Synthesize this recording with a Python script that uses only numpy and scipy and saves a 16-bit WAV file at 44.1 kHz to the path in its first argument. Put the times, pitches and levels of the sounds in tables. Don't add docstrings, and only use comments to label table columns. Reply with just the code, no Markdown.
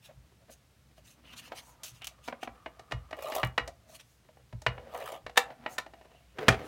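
import sys
import numpy as np
from scipy import signal
from scipy.fft import rfft, irfft
from scipy.io import wavfile
from scipy.ndimage import uniform_filter1d

SR = 44100
rng = np.random.default_rng(int(sys.argv[2]) if len(sys.argv) > 2 else 0)


def generate_wav(sig):
    pcm = np.round(np.clip(np.atleast_2d(sig).T, -1, 1) * 32767).astype(np.int16)
    wavfile.write(sys.argv[1], SR, pcm)


N = 294147
TIME = np.arange(N) / SR
HZ = np.fft.rfftfreq(8192, 1 / SR)


# start_s, length_s, rumble_db, peel_db, swell_power (low = even, high = peaked)
STROKES = [(3.066, 0.469, -37, -48.5, 2.5), (4.892, 0.3, -39.5, -51.5, .7)]
# start_s, level_db
THREAD_SNAPS = [(3.236, -54), (3.352, -38), (3.448, -50.5), (3.471, -57.5)]
# freq_hz, level_db
REEL_SPECTRUM = [(100, -32.5), (250, -18.5), (400, -8.5), (530, -1), (680, -2.5), (1000, -6), (1200, -2),
                 (1500, -18.5), (3100, -13.5), (5000, -26), (12000, -48.5)]
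# freq_hz, width_hz, lift_db
REEL_MODES = [
    [(734, 340, -7), (1160, 480, 3), (2250, 780, 0.5)],
    [(503, 780, 8.5), (1743, 300, 8.5), (3110, 1700, 4.5)],
]
# freq_hz, width_hz, lift_db
CASE_MODES = [(483.7, 3.9, 7.5), (629, 47, 11.5), (842, 63, 5), (1180, 92, 1.5), (1517, 79, 1),
              (1855, 130, 3.5), (2290, 51, 2), (2880, 34, 11.5), (3613, 50, -5), (3840, 110, 3),
              (3985, 55, 5.5), (4474, 80, 0.5), (6740, 140, 1)]
# freq_hz, level_db
TAPE_SPECTRUM = [(500, -5), (2000, 6), (3500, -3), (6000, 1.5), (10000, 1.5), (15000, 2)]
STROKE_PEAK = 0.63
SURGE_S, SURGE_DB = 0.0638, 1.4
PEEL_POWER = 1.2


def tape_strokes():
    slip_count = np.cumsum(75 * flutter(90, 4)) / SR
    slip_db = 4 * np.clip(rng.standard_normal(N), -2, 2)[slip_count.astype(int)]
    slip_decay = np.exp(-(slip_count % 1) / 0.26)
    slips = unit(0.2 + amp(slip_db) * slip_decay)

    reels, peel = np.zeros(N), np.zeros(N)
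    for (start_s, length_s, rumble_db, peel_db, swell_power), reel_modes in zip(STROKES, REEL_MODES):
        t = TIME - start_s
        drag = hand_speed(t, length_s, STROKE_PEAK) ** swell_power
        surge_db = SURGE_DB * np.cos(2 * np.pi * t / SURGE_S)
        jolts = grains(3500, 2.3) * unit(np.sqrt(slips))
        judder = amp(rumble_db + surge_db) * drag * jolts
        reels += colour(judder, body(REEL_SPECTRUM, CASE_MODES + reel_modes))
        peel += amp(peel_db) * drag ** PEEL_POWER

    crackle = peel * grains(7000, 2) * slips
    for start_s, level_db in THREAD_SNAPS:
        add(crackle, start_s, amp(level_db) * chatter(hold_s=0.001, t60_s=0.015))
    tape = colour(crackle, body(TAPE_SPECTRUM))
    return wander(reels, depth_db=4.5) + wander(tape, depth_db=2.5)


# start_s, level_db, sharp_db (top end)
KNOCKS = [(2.660, -41.5, -14), (2.794, -55.5, 10.5), (2.911, -49.5, 5), (2.920, -35, -1), (3.109, -52.5, 7),
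          (3.128, -41, -10), (3.188, -50.5, -22), (3.320, -40, 3), (3.431, -27, -10.5), (3.578, -24.5, -6),
          (3.676, -50, 18), (4.287, -66.5, -10), (4.370, -68.5, -8), (4.526, -57, 2), (4.618, -60, 22),
          (4.664, -24, -7), (4.779, -49, -22), (4.950, -48.5, -12), (5.264, -42.5, -2), (5.295, -53, 3),
          (5.503, -52.5, -5), (5.661, -34.5, -16)]
# freq_hz, level_db
CASE_SPECTRUM = [(100, -32.5), (270, -11), (550, -13), (900, -5.5), (1900, -3), (3000, -10), (5000, -17),
                 (8000, -28), (15000, -42)]
FIRM_DB, FIRM_LOW_DB, HOLLOW_PER_DB = -26.5, 3.5, 0.3605


def case_knocks():
    knocks = KNOCKS + rattles(spread_db=2.5, sharp_db=0)
    return blows(knocks, body(CASE_SPECTRUM, CASE_MODES), hold_s=0.0036, t60_s=0.028,
                 low_db=FIRM_LOW_DB, low_per_db=HOLLOW_PER_DB)


# (start_s, end_s), level at start, fade
RATTLE_SPAN_S, RATTLE_DB, RATTLE_FADE_DB_PER_S = (5.86, 6.18), -56, 54


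def rattles(spread_db, sharp_db, count=6):
    start_s, end_s = RATTLE_SPAN_S
    when, strength = rng.random((count, 2)).T
    after_s = (end_s - start_s) * (np.arange(count) + when) / count
    level_db = RATTLE_DB - RATTLE_FADE_DB_PER_S * after_s + spread_db * (2 * strength - 1)
    return [(start_s + s, db, sharp_db) for s, db in zip(after_s, level_db)]


# start_s, level_db, sharp_db (top end)
TRIGGER_SNAPS = [(5.358, -47, -6.5), (5.369, -35, -1), (5.374, -17.5, 3.5), (5.782, -31.5, 1)]
# freq_hz, level_db
SPRING_SPECTRUM = [(100, -44.5), (200, -16.5), (300, -16), (550, -8.5), (900, -2.5), (1900, -3.5),
                   (3000, -4), (5000, -12), (8000, -16.5), (15000, -26)]
# freq_hz, width_hz, lift_db
TRIGGER_MODES = [(486, 32, 8.1), (785, 28, 4.5), (1310, 63, 8.4), (1780, 130, 11), (2300, 70, 3),
                 (2280, 88, 4.7), (2680, 100, 6.3), (3700, 150, 8.7), (3550, 70, 3.2), (4110, 100, 5.4),
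                 (4560, 100, 3), (6730, 500, 4.1)]


def trigger_snaps():
    snaps = blows(TRIGGER_SNAPS, body(SPRING_SPECTRUM, TRIGGER_MODES), hold_s=0.0037, t60_s=0.032,
                  low_db=6, low_per_db=-0.07)
    return wander(snaps, depth_db=2)


# start_s, level_db, sharp_db (top end)
LANDINGS = [(6.385, -38.5, 1), (6.482, -15, 7)]
# freq_hz, level_db
TABLE_SPECTRUM = [(30, -31), (60, -13), (150, 0), (280, -8.5), (500, -6), (1000, -6), (1800, -5.5),
                  (3000, -10), (5000, -21), (8000, -30), (15000, -43.5)]
# freq_hz, width_hz, lift_db
TABLE_MODES = [(381, 26, 9.6), (452, 29, 8.9), (656.4, 20, 12.4), (765, 20, 11.5), (1100, 30, 3.1),
               (1240, 57, 6.1), (1466, 73, 7.8), (1696, 88, 6.2), (1820, 53, 10), (2370, 39, 2.5),
               (2380, 83, 4.7), (2670, 67, 3.7), (3270, 90, 6.9)]


def table_landing():
    hits = LANDINGS + bounces(sharp_db=1.5)
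    return blows(hits, body(TABLE_SPECTRUM, TABLE_MODES), hold_s=0.0063, t60_s=0.035,
                 low_db=2.2, low_per_db=0.25)


BOUNCE_S, BOUNCE_DB, BOUNCE_LOSS_DB = 0.02, -15, 5


def bounces(sharp_db, count=3):
    return [(s + (k + 1) * BOUNCE_S, db + BOUNCE_DB - k * BOUNCE_LOSS_DB, sharp_db)
            for s, db, _ in LANDINGS for k in range(count)]


# start_s, level_db, rise_s
THUMPS = [(0.159, -49.5, 0.019), (1.92, -54, 0.0048), (2.479, -52, .03), (2.931, -32.5, .011),
          (3.438, -31, 0.0023), (3.596, -39, 0.041), (4.534, -37, 0.0057), (4.669, -32.5, 0.0046),
          (4.751, -46.5, .014), (5.229, -49, .02), (6.482, -23.5, 0.0023)]
# freq_hz, level_db, t60_s
SWAY_MODES = [(56, -1.5, 0.26), (78.7, -7, 0.37), (119.6, 6, 0.18), (162, -6.5, 0.15), (206, -14.5, 0.18),
              (227.5, -12, 0.126)]


def table_sway():
    out, t = np.zeros(N), np.arange(SR // 2) / SR
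    for start_s, level_db, rise_s in THUMPS:
        tilt_db_per_octave = 3 * np.log2(0.0052 / rise_s)
        detune = 1 + .03 * rng.uniform(-1, 1, len(SWAY_MODES))
        swing = np.zeros(len(t))
        for (hz, mode_db, t60_s), ratio in zip(SWAY_MODES, detune):
            decay_db = mode_db + tilt_db_per_octave * np.log2(hz / 110) - 60 * t / t60_s
            swing += amp(decay_db) * np.sin(2 * np.pi * hz * ratio * t)
        add(out, start_s, amp(level_db + 1.5) * swing * (1 - np.exp(-t / rise_s)))
    return out


# start_s, length_s, level_db, bright_db
SLIDES = [(0, 0.11, -51, -8.5), (0.489, 0.07, -55, 3), (0.955, 0.056, -59, -6), (1.012, .16, -56.5, -3),
          (1.206, 0.18, -48, -19.5), (1.319, 0.034, -38, -20), (1.342, 0.088, -42.5, -10),
          (1.403, 0.11, -43.5, -13), (1.53, 0.096, -40.5, -9.5), (1.56, .22, -67.5, 9),
          (1.89, 0.13, -55, -8.5), (2.002, 0.063, -39.5, -26), (2.21, .12, -49, -7.5),
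          (2.398, 0.075, -44, -12), (3.86, 0.12, -60, 2.5), (3.936, 0.042, -47.5, -2),
          (3.983, 0.044, -47, -10.5), (3.988, 0.23, -77, 8), (5.668, 0.12, -61, 10),
          (5.795, 0.78, -62.5, -16.5), (6.376, 0.3, -48.5, -16), (6.612, .1, -55.5, -3.5)]
# start_s, length_s, level_db, bright_db
SKID = (1.833, .115, -42, -1)
# freq_hz, level_db
PAPER_SPECTRUM = [(300, -18.5), (1000, -4), (2000, -2), (3000, -1), (4500, 2), (8000, 3.5), (15000, -2)]
# freq_hz, width_hz, lift_db
PAPER_MODES = [(2780, 370, 9.1), (3370, 1100, 3.1), (4070, 300, 3.3), (6150, 800, 5.3)]
SLIDE_PEAK, SLIDE_POWER = 0.52, 2.32


def paper_slides():
    out, fibres = np.zeros(N), grains(14000, 4.9)
    for row in SLIDES:
        add(out, *slide(fibres, *row, peak=SLIDE_PEAK))
    add(out, *slide(fibres, *SKID, peak=0.018))
    return wander(out, depth_db=3.5) * flutter(70, 1.5)


def slide(fibres, start_s, length_s, level_db, bright_db, peak):
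    during = (TIME >= start_s) & (TIME < start_s + length_s + .05)
    speed = hand_speed(TIME[during] - start_s, length_s, peak)
    catches = fibres[during] * speed ** SLIDE_POWER
    response = body(PAPER_SPECTRUM, PAPER_MODES) * shelves(0, bright_db)
    return start_s, amp(level_db) * colour(catches, response)


# start_s, level_db, sharp_db (top end)
PHOTO_TAPS = [(1.519, -44.5, -5), (2.277, -46.5, 7), (2.283, -40, -1), (2.325, -42.5, -20),
              (2.429, -41.5, -25), (2.474, -43.5, -19)]
# start_s, level_db, sharp_db (top end)
PHOTO_FLICKS = [(1.834, -50.5, 4), (2.019, -42, -19.5), (2.023, -43, -39), (2.044, -43.5, -4),
                (2.053, -56, 3), (2.070, -41, 0.5), (2.075, -40.5, -7.5), (2.432, -41.5, -11.5)]
# freq_hz, level_db
PHOTO_SPECTRUM = [(100, -21), (300, -11), (700, 2.5), (1300, 0), (2800, -5.5), (5000, -9.5), (9000, -25),
                  (15000, -28)]
# freq_hz, width_hz, lift_db
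PHOTO_MODES = [(248, 58, 15.3), (584, 70, 4.6), (870, 210, 4.5), (1520, 300, 6.3), (2304, 97, 12.2),
               (3200, 160, 3)]
# freq_hz, width_hz, lift_db
EDGE_MODES = [(3120, 220, 15)]


def photo_contacts():
    taps = blows(PHOTO_TAPS, body(PHOTO_SPECTRUM, PHOTO_MODES), hold_s=0.0028, t60_s=0.024, low_db=7.5)
    flicks = blows(PHOTO_FLICKS, body(PAPER_SPECTRUM, PAPER_MODES + EDGE_MODES), hold_s=0.00023,
                   t60_s=0.02, low_db=6.0)
    return taps + flicks


# middle_s, level_db, half_length_s, resonance_hz
RUBS = [(0.102, -54.5, 0.019, 610), (.41, -70, 0.031, 600), (0.499, -48, 0.007, 525),
        (0.985, -57.5, 0.012, 604), (1.358, -62, 0.22, 260), (1.531, -44, 0.0087, 760),
        (1.638, -62, 0.17, 940), (1.841, -52, 0.011, 623), (2.12, -55, 0.011, 673),
        (2.72, -64.5, 0.84, 1190), (3.689, -40.5, 0.011, 670), (3.912, -58, 0.054, 650),
        (4.845, -51.5, 0.12, 501), (5.501, -47.5, 0.039, 700), (5.622, -55, 0.051, 248),
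        (5.72, -52, 0.086, 760), (5.955, -62.5, 0.24, 675), (6.434, -37.5, 0.048, 440),
        (6.595, -43, 0.078, 420)]
# freq_hz, level_db
HOLLOW_SPECTRUM = [(100, -11), (250, -6), (400, -12), (660, -4), (1000, -8.5), (1700, -9.5), (3000, -17),
                   (8000, -36.5)]


def handling():
    out, skin = np.zeros(N), grains(1500, 0.95) * flutter(55, 3.4)
    for middle_s, level_db, half_s, hz in RUBS + touches(spread_db=3.5, spread_octaves=.45):
        during = abs(TIME - middle_s) < 2 * half_s + .05
        t = TIME[during]
        rub = np.exp(-((t - middle_s) / half_s) ** 2) * skin[during]
        add(out, t[0], amp(level_db) * colour(rub, body(HOLLOW_SPECTRUM, [(hz, 80, 17)])))
    return out


# level_db, half_length_s, resonance_hz
TOUCH = (-64, 0.0067, 484)


def touches(spread_db, spread_octaves, count=28):
    level_db, half_s, hz = TOUCH
    rows = []
    for k, (when, force, place) in enumerate(rng.random((count, 3))):
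        middle_s = TIME[-1] * (k + when) / count
        pitch_ratio = 2 ** (spread_octaves * (2 * place - 1))
        rows.append((middle_s, level_db + spread_db * (2 * force - 1), half_s, hz * pitch_ratio))
    return rows


# delay_s, level_db
ECHOES = [(.0016, -20), (.0040, -21.5), (.0077, -20), (.0122, -23.5), (.0163, -15.5)]


def nearby(x):
    dull = signal.sosfilt(signal.butter(1, 6000, fs=SR, output="sos"), x)
    out = x.copy()
    for delay_s, level_db in ECHOES:
        add(out, delay_s, amp(level_db) * dull)
    return out


# freq_hz, t60_s
ROOM_DECAY = [(100, 0.4), (500, 0.29), (1500, 0.21), (4000, 0.16), (8000, 0.15), (15000, 0.13)]


def room(x):
    count = SR // 2
    taps = rng.standard_normal(count) * (rng.random(count) < .15) * (np.arange(count) > .007 * SR)
    hz, t, z = signal.stft(taps, SR, nperseg=256)
    decay = amp(-60 * t / read(ROOM_DECAY, hz)[:, None])
    tail = signal.istft(z * decay, SR, nperseg=256)[1]
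    return signal.fftconvolve(x, tail / np.linalg.norm(tail))[:N]


# freq_hz, level_db
AIR_SPECTRUM = [(20, -10), (40, -13.5), (60, 13), (85, -1.5), (120, 6), (200, -5), (400, -12.5),
                (600, -13.5), (1000, -16.5), (3000, -19), (8000, -25), (15000, -30.5)]


def room_air():
    return amp(-63.0) * colour(rng.standard_normal(N), body(AIR_SPECTRUM))


def blows(rows, response, hold_s, t60_s, low_db, low_per_db=0):
    out = np.zeros(N)
    for start_s, level_db, sharp_db in rows:
        contact = shelves(low_db + low_per_db * (FIRM_DB - level_db), sharp_db)
        burst = np.pad(chatter(hold_s, t60_s), (0, 2048))
        add(out, start_s, amp(level_db) * colour(burst, response * contact))
    return out


def chatter(hold_s, t60_s, count=4096, size=45):
    t = np.arange(count) / SR
    shape = np.minimum(t / 0.00076, 1) * amp(-60 * np.maximum(t - hold_s, 0) / t60_s)
    z = rfft(rng.standard_normal(count) * shape)
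    z /= np.sqrt(uniform_filter1d(abs(z) ** 2, size))
    burst = irfft(z) * (t < t[-1] / 2)
    return burst * np.sqrt(.02 * SR / np.sum(burst ** 2))


def hand_speed(t, length_s, peak):
    knots = [0, np.clip(peak, .01, .99), 1]
    return np.sin(np.pi / 2 * np.interp(t / length_s, knots, [0, 1, 0]))


def grains(per_s, spread_db, count=N):
    size = amp(spread_db * np.minimum(rng.exponential(1, count), 3.5))
    sign = rng.choice([-1, 1], count)
    return unit(size * sign * (rng.random(count) < per_s / SR))


def flutter(rate_hz, depth_db):
    knots_s = np.arange(0, TIME[-1] + 1, 1 / rate_hz)
    drift = np.clip(rng.standard_normal(N)[:len(knots_s)], -2, 2)
    return unit(amp(depth_db * np.interp(TIME, knots_s, drift)))


def wander(x, depth_db, size=5):
    z = signal.stft(x, SR, nperseg=512, noverlap=384)[2]
    patches = uniform_filter1d(rng.standard_normal(z.shape), size, 0)
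    patches = unit(uniform_filter1d(patches, 2 * size, 1))
    gain = unit(amp(depth_db * np.clip(patches, -2, 2)))
    return signal.istft(z * gain, SR, nperseg=512, noverlap=384)[1][:len(x)]


def body(spectrum, modes=()):
    lift = sum((amp(db) ** 2 - 1) / (1 + (2 * (HZ - hz) / width_hz) ** 2) for hz, width_hz, db in modes)
    return unit(amp(read(spectrum)) * np.sqrt(np.maximum(1 + lift, .1)))


def shelves(low_db, high_db):
    return amp(read([(750, low_db), (1250, 0.012), (2800, 0.018), (6500, high_db)]))


def colour(x, gain):
    log_gain = np.log(np.maximum(np.r_[gain, gain[-2:0:-1]], 1e-5))
    ring = np.fft.ifft(np.exp(np.conj(signal.hilbert(log_gain)))).real[:4096]
    return signal.oaconvolve(x, ring)[:len(x)]


def read(points, hz=HZ):
    f, value = np.transpose(points)
    return np.interp(np.log(hz + 1), np.log(f + 1), value)


def amp(db):
    return 10 ** (np.asarray(db) / 20)


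def unit(x):
    return x / np.sqrt(np.mean(x ** 2) + 1e-20)


def add(mix, start_s, sound):
    part = mix[max(round(start_s * SR), 0):][:len(sound)]
    part += sound[:len(part)]


def scene():
    runner = tape_strokes() + case_knocks() + trigger_snaps()
    paper = paper_slides() + photo_contacts()
    near = amp(-0.94) * nearby(runner + paper + handling())
    landing = table_landing()
    reverb = amp(-13.5) * (room(near) + room(landing))
    return (near + landing + table_sway() + reverb + room_air())[None]


def record(dry):
    thin = signal.sosfilt(signal.butter(3, 42, "high", fs=SR, output="sos"), dry)
    band_limit = signal.firwin(511, 16200, window=("kaiser", 9), fs=SR)
    return signal.oaconvolve(thin, band_limit[None], "same")


dry = scene()
out = record(dry)
generate_wav(out)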